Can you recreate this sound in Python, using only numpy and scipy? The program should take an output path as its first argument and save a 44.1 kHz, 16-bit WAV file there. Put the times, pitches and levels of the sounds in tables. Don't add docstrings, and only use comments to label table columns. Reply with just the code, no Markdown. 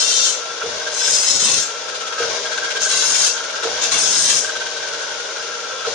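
import sys
import numpy as np
from scipy import signal
from scipy.fft import rfft, irfft
from scipy.io import wavfile
from scipy.ndimage import uniform_filter1d, map_coordinates

SR = 44100
rng = np.random.default_rng(int(sys.argv[2]) if len(sys.argv) > 2 else 0)


def dump_mix(stems):
    frames = np.atleast_2d(stems).T
    limited = np.clip(frames, -1, 1)
    pcm = np.round(limited * 32767).astype(np.int16)
    wavfile.write(sys.argv[1], SR, pcm)


N = 261954
T = np.arange(N) / SR
HZ = np.fft.rfftfreq(N, 1 / SR)


def amp(db):
    return 10 ** (np.asarray(db) / 20)

def follow(points):
    return np.interp(T, *np.transpose(points))

def spectrum(points):
    hz, value = np.transpose(points)
    return np.interp(np.log(HZ + 1), np.log(hz + 1), value)

def modes(rows):
    return sum((-1) ** k * amp(db) * 1j * HZ * width / (hz ** 2 - HZ ** 2 + 1j * HZ * width)
               for k, (hz, width, db) in enumerate(rows))

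def wander(rate_hz):
    x = irfft(rfft(rng.standard_normal(N)) / (1 + (HZ / rate_hz) ** 4), N)
    return x / x.std()

def wander_pair(rate_hz):
    return np.array([wander(rate_hz), wander(rate_hz)])

def noise():
    return rng.standard_normal((2, N))

def levelled(x, seconds):
    return x / np.sqrt(abs(uniform_filter1d(x.mean(0) ** 2, int(seconds * SR) + 1)) + 1e-9)

def swell(start, rise, hold, fall):
    return np.clip((T - start) / rise, 0, 1) * np.exp(-np.clip((T - start - hold) / fall, 0, 50))

# (frequency [Hz], left minus right [dB])
PORT_BALANCE = [(60, .5), (280, .5), (420, 2.7), (600, 0.1), (990, -1), (1650, 2), (2750, 3.3), (4000, 4),
                (4850, 2.7), (5200, 6.5), (5800, 10.5), (6500, 10.5), (7300, 4.5), (7800, -2), (8700, -10),
                (9800, -6), (12000, 0.3)]
# (frequency [Hz], coherence [0-1])
PORT_COHERENCE = [(50, .3), (150, .35), (350, .85), (550, .6), (900, .35), (1400, .45), (2500, .3),
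                  (4500, .05), (13000, 0)]
def heard(pair, response=1, normalise=True):
    a, b = rfft(pair) * response
    coherence, tilt_db = np.clip(spectrum(PORT_COHERENCE), 0, 1), spectrum(PORT_BALANCE)
    left = a * amp(tilt_db / 2)
    right = (coherence * a + np.sqrt(1 - coherence ** 2) * b) * amp(-tilt_db / 2)
    x = irfft(np.array([left, right]), N)
    return x / x.mean(0).std() if normalise else x

def speed(first_hz=470.6, coast_s=7.94, cut_drag_per_s=.083):
    grinding_s = sum(np.clip(T - start, 0, end - start) for start, _, end, *_ in PUSHES)
    slowing = T / coast_s + cut_drag_per_s * grinding_s
    hz = first_hz * np.exp(-slowing)
    for start, _, _, top_hz, spin_up, *_ in STARTS:
        wound = np.clip((T - start) / spin_up, 0, 1)
        lost = np.maximum(slowing - np.interp(start + spin_up, T, slowing), 0)
        hz = (1 - wound) * hz + wound * top_hz * np.exp(-lost)
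    return hz

def with_speed(exponent, nominal_hz=473):
    return (speed() / nominal_hz) ** exponent

def powered():
    return sum(amp(db) * swell(start - CLASH_LEAD_S, 0.018, spin_up, 0.11)
               for start, _, _, _, spin_up, db, _ in STARTS)

# (frequency [Hz], bandwidth [Hz], gain [dB])
CASING_MODES = [(1800, 49, 1.5), (1966, 30, 0.5), (2170, 33, 1.5), (2370, 45, 0), (2786, 37, 2),
                (3230, 61, 0.5), (3475, 80, 0), (3830, 60, 0), (4100, 26, -18), (4970, 30, 1),
                (5600, 54, -3), (6040, 54, -3)]
def casing():
    return np.sqrt(1 + 2 * abs(modes(CASING_MODES)) ** 2)

# (frequency [Hz], relative level [dB])
AIR_SPECTRUM = [(30, -44), (95, -12.5), (140, -14.5), (300, -9), (420, 0), (750, -0.5), (1200, -2.5),
                (1850, -5.5), (2350, -3), (2600, -5), (2800, -2.5), (3450, -1), (3900, -.5), (5000, .5),
                (5900, 0), (7000, -3), (8000, -21.5), (8900, -12), (10000, -29.5), (13000, -52)]
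def air(level_db=-30):
    rush = np.hypot(amp(level_db) * with_speed(1.33), powered())
    flutter = amp(.6 * wander(60))
    return rush * flutter * heard(noise(), amp(spectrum(AIR_SPECTRUM)) * casing())

ARMATURE_HARMONICS = [3, 7.5, 1, 0, -10, -18, -4.5]
def armature(turns, level_db=-43, fading_db=8):
    tones = np.zeros((2, N))
    for order, db in enumerate(ARMATURE_HARMONICS, 7):
        fading = amp(db + fading_db * wander(5))
        tones += fading * np.cos(2 * np.pi * (order * turns + rng.random((2, 1))))
    return amp(level_db) * heard(tones)

# (frequency [multiple of motor speed], level at nominal speed [dB])
ROTOR_TONES = [(1.197, -45.5), (1.888, -53), (2.394, -55.5)]
def rotor(turns):
    tones = np.zeros((2, N))
    for order, db in ROTOR_TONES:
        phase = 2 * np.pi * order * turns + 1.2 * wander_pair(25)
        tones += amp(db + 4 * wander(7)) * heard(np.cos(phase))
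    return with_speed(3) * tones

def housing_rolloff(cutoff_hz=3500):
    return 1 / (1 + (HZ / cutoff_hz) ** 4)

# (frequency [Hz], bandwidth [Hz], gain [dB])
HOUSING_MODES = [(404.7, 4.2, -7), (465.3, 26, 0), (494.4, 38, -4.5), (561, 42, -8), (630.4, 17.4, -1),
                 (765, 25, -12.5), (870, 9.4, -12.5), (925, 7.6, -3.5), (1070, 54, -10)]
def drone(rattle, level_db=-36.5, braced_db=-10):
    brace = pressing(RUMBLE, growth=1, release=0.77)
    running = amp(level_db + braced_db * brace / brace.max()) * with_speed(1.2)
    kicks = surging(rattle, GEAR_RING, rise=0.01, hold=0.006, fall=0.017)
    shake = np.hypot(running, amp(-6) * np.hypot(powered(), kicks))
    return shake * levelled(heard(noise(), modes(HOUSING_MODES) * housing_rolloff()), 0.062)

# (frequency [Hz], bandwidth [Hz], gain [dB])
GUARD_MODES = [(1274, 28, -11.5), (1354, 27, -1.5), (1441, 15.5, -5), (1486, 12.3, -2), (1543, 12, 2.5),
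               (1612, 13.6, 2)]
# (time [s], relative level [dB])
WHINE_LEVEL = [(0, -31.5), (.6, -29.5), (1.1, -30), (1.35, -36), (1.68, -31), (2.08, -30.5), (2.18, -23.5),
               (2.27, -26), (2.42, -31.5), (2.6, -25.5), (2.87, -24.5), (3.15, -27.5), (3.7, -26.5),
               (4.15, -30), (4.33, -39), (4.52, -28), (5.94, -29)]
def whine(turns, rattle, gear_order=3.12, direct=.16, knocking=.85):
    phase = 2 * np.pi * gear_order * turns + 1.4 * wander_pair(80)
    flutter = amp(2.5 * wander(25) - .4)
    mesh, guard = np.cos(phase), modes(GUARD_MODES)
    tone = heard(mesh, guard) + direct * heard(mesh) + knocking * heard(noise(), guard)
    octave = amp(-15) * heard(np.cos(2 * phase))
    steady = flutter * amp(follow(WHINE_LEVEL) - 5)
    kicks = amp(1) * surging(rattle, GEAR_RING, rise=0.0073, hold=0.019, fall=0.0092)
    return (levelled(tone, 0.074) + octave) * np.hypot(steady, kicks)

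# (first surge [s], last surge [s], approximate rate [1/s], clatter [dB], gear ring [dB])
RATTLES = [ (0.39, .47, 14, -33, -46), (0.862, 0.891, 17, -24, -27), (1.076, 1.09, 17, -19, -31),
           (1.759, 1.756, 17, -30, -35), (1.88, 2.121, 16.6, -20.5, -32.5), (2.45, 2.756, 16.8, -18, -29.5),
           (2.807, 2.855, 18, -25, -25), (3.37, 3.553, 16.7, -19, -36), (4.438, 4.602, 18.3, -21.5, -29.5),
           (4.652, 4.986, 18.3, -24, -35), (5.02, 5.416, 17.4, -25.5, -38.5),
           (5.549, 5.799, 13.3, -32, -34), ]
CLASH_LEAD_S = 0.024
CLATTER, GEAR_RING = 1, 2
def surges(jitter_s=.002, uneven_db=1.2, clash_ring_db=-27):
    events = [(start - CLASH_LEAD_S, clash_db, clash_ring_db) for start, *_, clash_db in STARTS]
    for first, last, per_s, clatter_db, ring_db in RATTLES:
        for time in np.linspace(first, last, round(abs(last - first) * per_s) + 1):
            late_s, harder_db, brighter_db = rng.standard_normal(3) * (jitter_s, uneven_db, uneven_db)
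            events.append((time + late_s, clatter_db + harder_db, ring_db + brighter_db))
    return events

def surging(rattle, column, rise, hold, fall):
    rows = np.array(rattle)
    onsets = np.clip(rows[:, 0] * SR, 0, N - 1).astype(int)
    impulses = np.bincount(onsets, amp(rows[:, column]), N)
    return signal.oaconvolve(impulses, swell(0, rise, hold, fall)[:SR // 4])[:N]

# (frequency [Hz], relative level [dB])
CLATTER_SPECTRUM = [(60, -22), (200, -17), (480, -22), (900, -14), (2000, 2), (3400, 7.5), (4700, 6),
                    (6300, 1), (7300, 2.5), (8000, -9), (9000, -3.5), (12000, -64)]
def clatter(rattle, level_db=-11):
    uneven = amp(1.8 * wander(400))
    knocks = heard(noise() * uneven, amp(spectrum(CLATTER_SPECTRUM)) * casing())
    return amp(level_db) * surging(rattle, CLATTER, rise=.008, hold=.022, fall=.013) * knocks

def inrush_hum(level_db=-49, mains_hz=50):
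    inrush = sum(swell(start, 0.057, 0.13, .03) for start, *_ in STARTS)
    pull = 2 * np.pi * 2 * mains_hz * T + wander(27)
    return amp(level_db) * inrush * (np.sin(pull) + np.sin(2 * pull))

# (time [s], jolt [dB], hold [s], speed reached [turns/s], spin-up [s],
# rush of air [dB], gear clash [dB])
STARTS = [ (0.634, -24.5, 0.023, 517, 0.18, -34.5, -33), (2.2, -23, 0.028, 540, .17, -27.5, -20),
          (3.646, -22.5, 0.028, 566, .22, -28, -17), (5.869, -22, 0.0083, 590, 0.19, -29.5, -28), ]
# (frequency [Hz], bandwidth [Hz], gain [dB])
JOLT_MODES = [(100, 37, -34), (179, 12, -8), (385, 9.5, -17), (454, 83, 6), (610, 43, -5), (690, 60, 3.5)]
def jolts(boom_hz=464.4):
    torque = sum(amp(db) * swell(start, 0.0052, hold, 0.027) for start, db, hold, *_ in STARTS)
    boom = heard(np.cos(2 * np.pi * boom_hz * T + .4 * wander_pair(30)))
    shudder = levelled(heard(noise(), modes(JOLT_MODES) * housing_rolloff()), 0.037)
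    return torque * (0.93 * boom + 0.41 * shudder)

# (start [s], bite-in [s], end [s],
# growth [dB], grit [dB], rasp [dB], rumble [dB], ring [dB], squeal [dB], squeal pitch [Hz],
# place of contact [0 rim, 1 corner, 2 flank])
PUSHES = [ (0.0, 0.0015, .285, 1.5, -23, -29, -53, -16.5, -26.5, 5150, 0.03),
          (.90, 0.24, 1.244, -8.5, -22.5, -27, -55, -23, -20, 5080, 1.17),
          (1.25, 0.035, 1.375, 0, -21.5, -26.5, -38, -20.5, -17.5, 5120, 1),
          (1.39, 0.012, 1.605, 1, -21, -24, -37.5, -19, -27, 5110, 0.98),
          (2.802, 0.0059, 2.84, 7, -23.5, -46, -48, -19.5, -29, 5060, 1.6),
          (2.88, 0.022, 3.275, 7.5, -19, -22.5, -48, -18, -26, 5070, 1.97),
          (3.808, 0.027, 3.858, -5, -26, -23, -39, -20.5, -26, 4970, 1.8),
          (3.912, 0.0084, 3.97, -0.5, -23, -18.5, -39.5, -25.5, -32, 5030, 1.6),
          (3.97, .015, 4.388, 3, -18.5, -22.5, -43, -24, -26, 5075, 1.4), ]
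GRIT, RASP, RUMBLE, RING, SQUEAL, SQUEAL_PITCH, PLACE = range(4, 11)
def pressing(column, growth, release, inertia=1):
    power = np.zeros(N)
    for push in PUSHES:
        start, bite, end, growth_db = push[:4]
        to_come = np.clip((end - T) / (end - start), 0, 1)
        force = amp(push[column] - growth * growth_db * to_come)
        power += (force * swell(start, inertia * bite, end - start, release * 0.048)) ** 2
    return np.sqrt(power)

def contact(column):
    return follow([(time, push[column]) for push in PUSHES for time in (push[0] + push[1], push[2])])

# (frequency [Hz], relative level [dB])
RUMBLE_SPECTRUM = [(20, -32), (50, -23), (75, -2.5), (140, 0.5), (220, -0.5), (350, -2.5), (700, -8.5),
                   (1500, -44)]
def rumble():
    force = pressing(RUMBLE, growth=0.14, release=0.45, inertia=3.1)
    return force * heard(noise(), amp(spectrum(RUMBLE_SPECTRUM)))

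def squeal(level_db=-4, overtone_ratio=1.53, overtone_db=-11):
    hz = contact(SQUEAL_PITCH) + 11 * wander(9)
    phase = 2 * np.pi * np.cumsum(hz) / SR + .8 * wander_pair(36)
    catching = amp(3.5 * wander(16) - 1)
    tone = heard(np.cos(phase) + amp(overtone_db) * np.cos(overtone_ratio * phase))
    return amp(level_db) * catching * pressing(SQUEAL, growth=.3, release=1) * tone

def drifting(x, depth_s=.00017):
    positions = (T + depth_s * wander(6)) * SR
    return np.array([map_coordinates(side, [positions], order=3, mode="mirror") for side in x])

# (frequency [Hz], half-width [Hz], gain at rim [dB], gain at corner [dB], gain at flank [dB])
TUBE_MODES = [ (2625, 20, -16, -3, -4), (2742, 34, -2, -13, -1), (3090, 15, 4, -4, -4),
              (3192, 29, 2, -5.5, -2.5), (3470, 56, -7, -5.5, -4), (3620, 41, 4, -4.5, -11),
              (3770, 20, -6, -23, -4), (3935, 20, 1, 1, -0.5), (4058, 26, 4, -9, -6),
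              (4220, 34, -1, -2.5, -9), (4328, 16, 0, 1, 2), (4590, 63, 3.5, -4, 2),
              (4820, 18, -14, -10, -5), (5342, 30, -1, 3, -1), (5635, 22, -1, -7, -1),
              (5770, 29, 8, 2.5, 2), (6100, 22, 1, 0, 2.5), (6215, 50, 0, -14, 4), (6410, 65, -4, 0, 7),
              (6550, 55, -3, -1.5, -3.5), (6890, 34, 2, -5, 9), (6970, 13, 5, -6, 1), (7570, 35, 0, 1, -12),
              ]
RIM, CORNER, FLANK = range(3)
def tube_response(place, rows=TUBE_MODES):
    return sum(amp(gains_db[place]) / (1 + ((HZ - hz) / width) ** 2) for hz, width, *gains_db in rows)

def ringing(level_db=-2.5):
    place, ring = np.clip(contact(PLACE), RIM, FLANK), 0
    for spot in (RIM, CORNER, FLANK):
        near = np.sqrt(np.maximum(1 - abs(place - spot), 0))
        for group in (TUBE_MODES[::2], TUBE_MODES[1::2]):
            shifting = amp(6 * wander(13))
            ring += near * shifting * heard(noise(), tube_response(spot, group), normalise=False)
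    return amp(level_db) * pressing(RING, growth=0.67, release=1.35) * levelled(drifting(ring), 0.032)

def tube_walls(x, depth_db=11):
    frames = signal.stft(x, nperseg=2048, noverlap=1536)[2]
    patches = uniform_filter1d(rng.standard_normal(frames.shape[1:]), size=4, axis=0)
    patches = uniform_filter1d(patches, size=9, axis=1)
    speaking_db = depth_db * np.tanh(.9 * patches / patches.std())
    return signal.istft(frames * amp(speaking_db), nperseg=2048, noverlap=1536)[1][:, :N]

def grain_strikes(grains_per_s=12000, spread_db=2, dust=0.74):
    sizes = amp(spread_db * np.minimum(rng.exponential(1, (2, N)), 3))
    grains = (rng.random((2, N)) < grains_per_s / SR) * sizes * noise()
    return tube_walls(grains / grains.std() + dust * noise())

# (frequency [Hz], relative level [dB])
RASP_SPECTRUM = [(200, -25), (600, -3.5), (1100, 3.5), (2200, 3), (2700, 1.5), (3500, 5), (4400, 4),
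                 (5000, -16), (7000, -71)]
def rasp(strikes, level_db=-3, unsteady_db=2):
    walls = amp(spectrum(RASP_SPECTRUM)) * (.8 + tube_response(CORNER) + tube_response(FLANK))
    force = amp(level_db + unsteady_db * wander(16)) * pressing(RASP, growth=0.39, release=0.33)
    return force * levelled(heard(strikes, 1j * walls), 0.41)

# (frequency [Hz], relative level [dB])
GRIT_SPECTRUM = [(2000, -24.5), (4000, -69), (4800, -4.5), (5200, 0.5), (5900, -0.5), (6400, 0.5),
                 (6950, 0), (7400, -4.5), (8100, -8.5), (8800, -5), (9700, -18), (11000, -19.5),
                 (13000, -45)]
def grit(strikes):
    hiss = levelled(heard(strikes, amp(spectrum(GRIT_SPECTRUM))), 0.027)
    return pressing(GRIT, growth=0.76, release=1) * hiss

def grinding(chatter_db=0.8):
    bite = amp(chatter_db * wander(61))
    strikes = grain_strikes()
    return bite * (grit(strikes) + rasp(strikes) + rumble() + ringing() + squeal())

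def scene():
    turns, rattle = np.cumsum(speed()) / SR, surges()
    motor = whine(turns, rattle) + rotor(turns) + armature(turns) + drone(rattle) + air()
    return motor + clatter(rattle) + jolts() + inrush_hum() + grinding()

def record(dry):
    knee, headroom, cutoff_hz = .6, .27, 13200
    over = np.maximum(abs(dry) - knee, 0)
    rounded = np.clip(dry, -knee, knee) + np.sign(dry) * headroom * np.tanh(over / headroom)
    lowpass = signal.firwin(301, cutoff_hz, window=("kaiser", 9), fs=SR)
    return signal.oaconvolve(rounded, lowpass[None], "same")


dry = scene()
out = record(dry)
dump_mix(out)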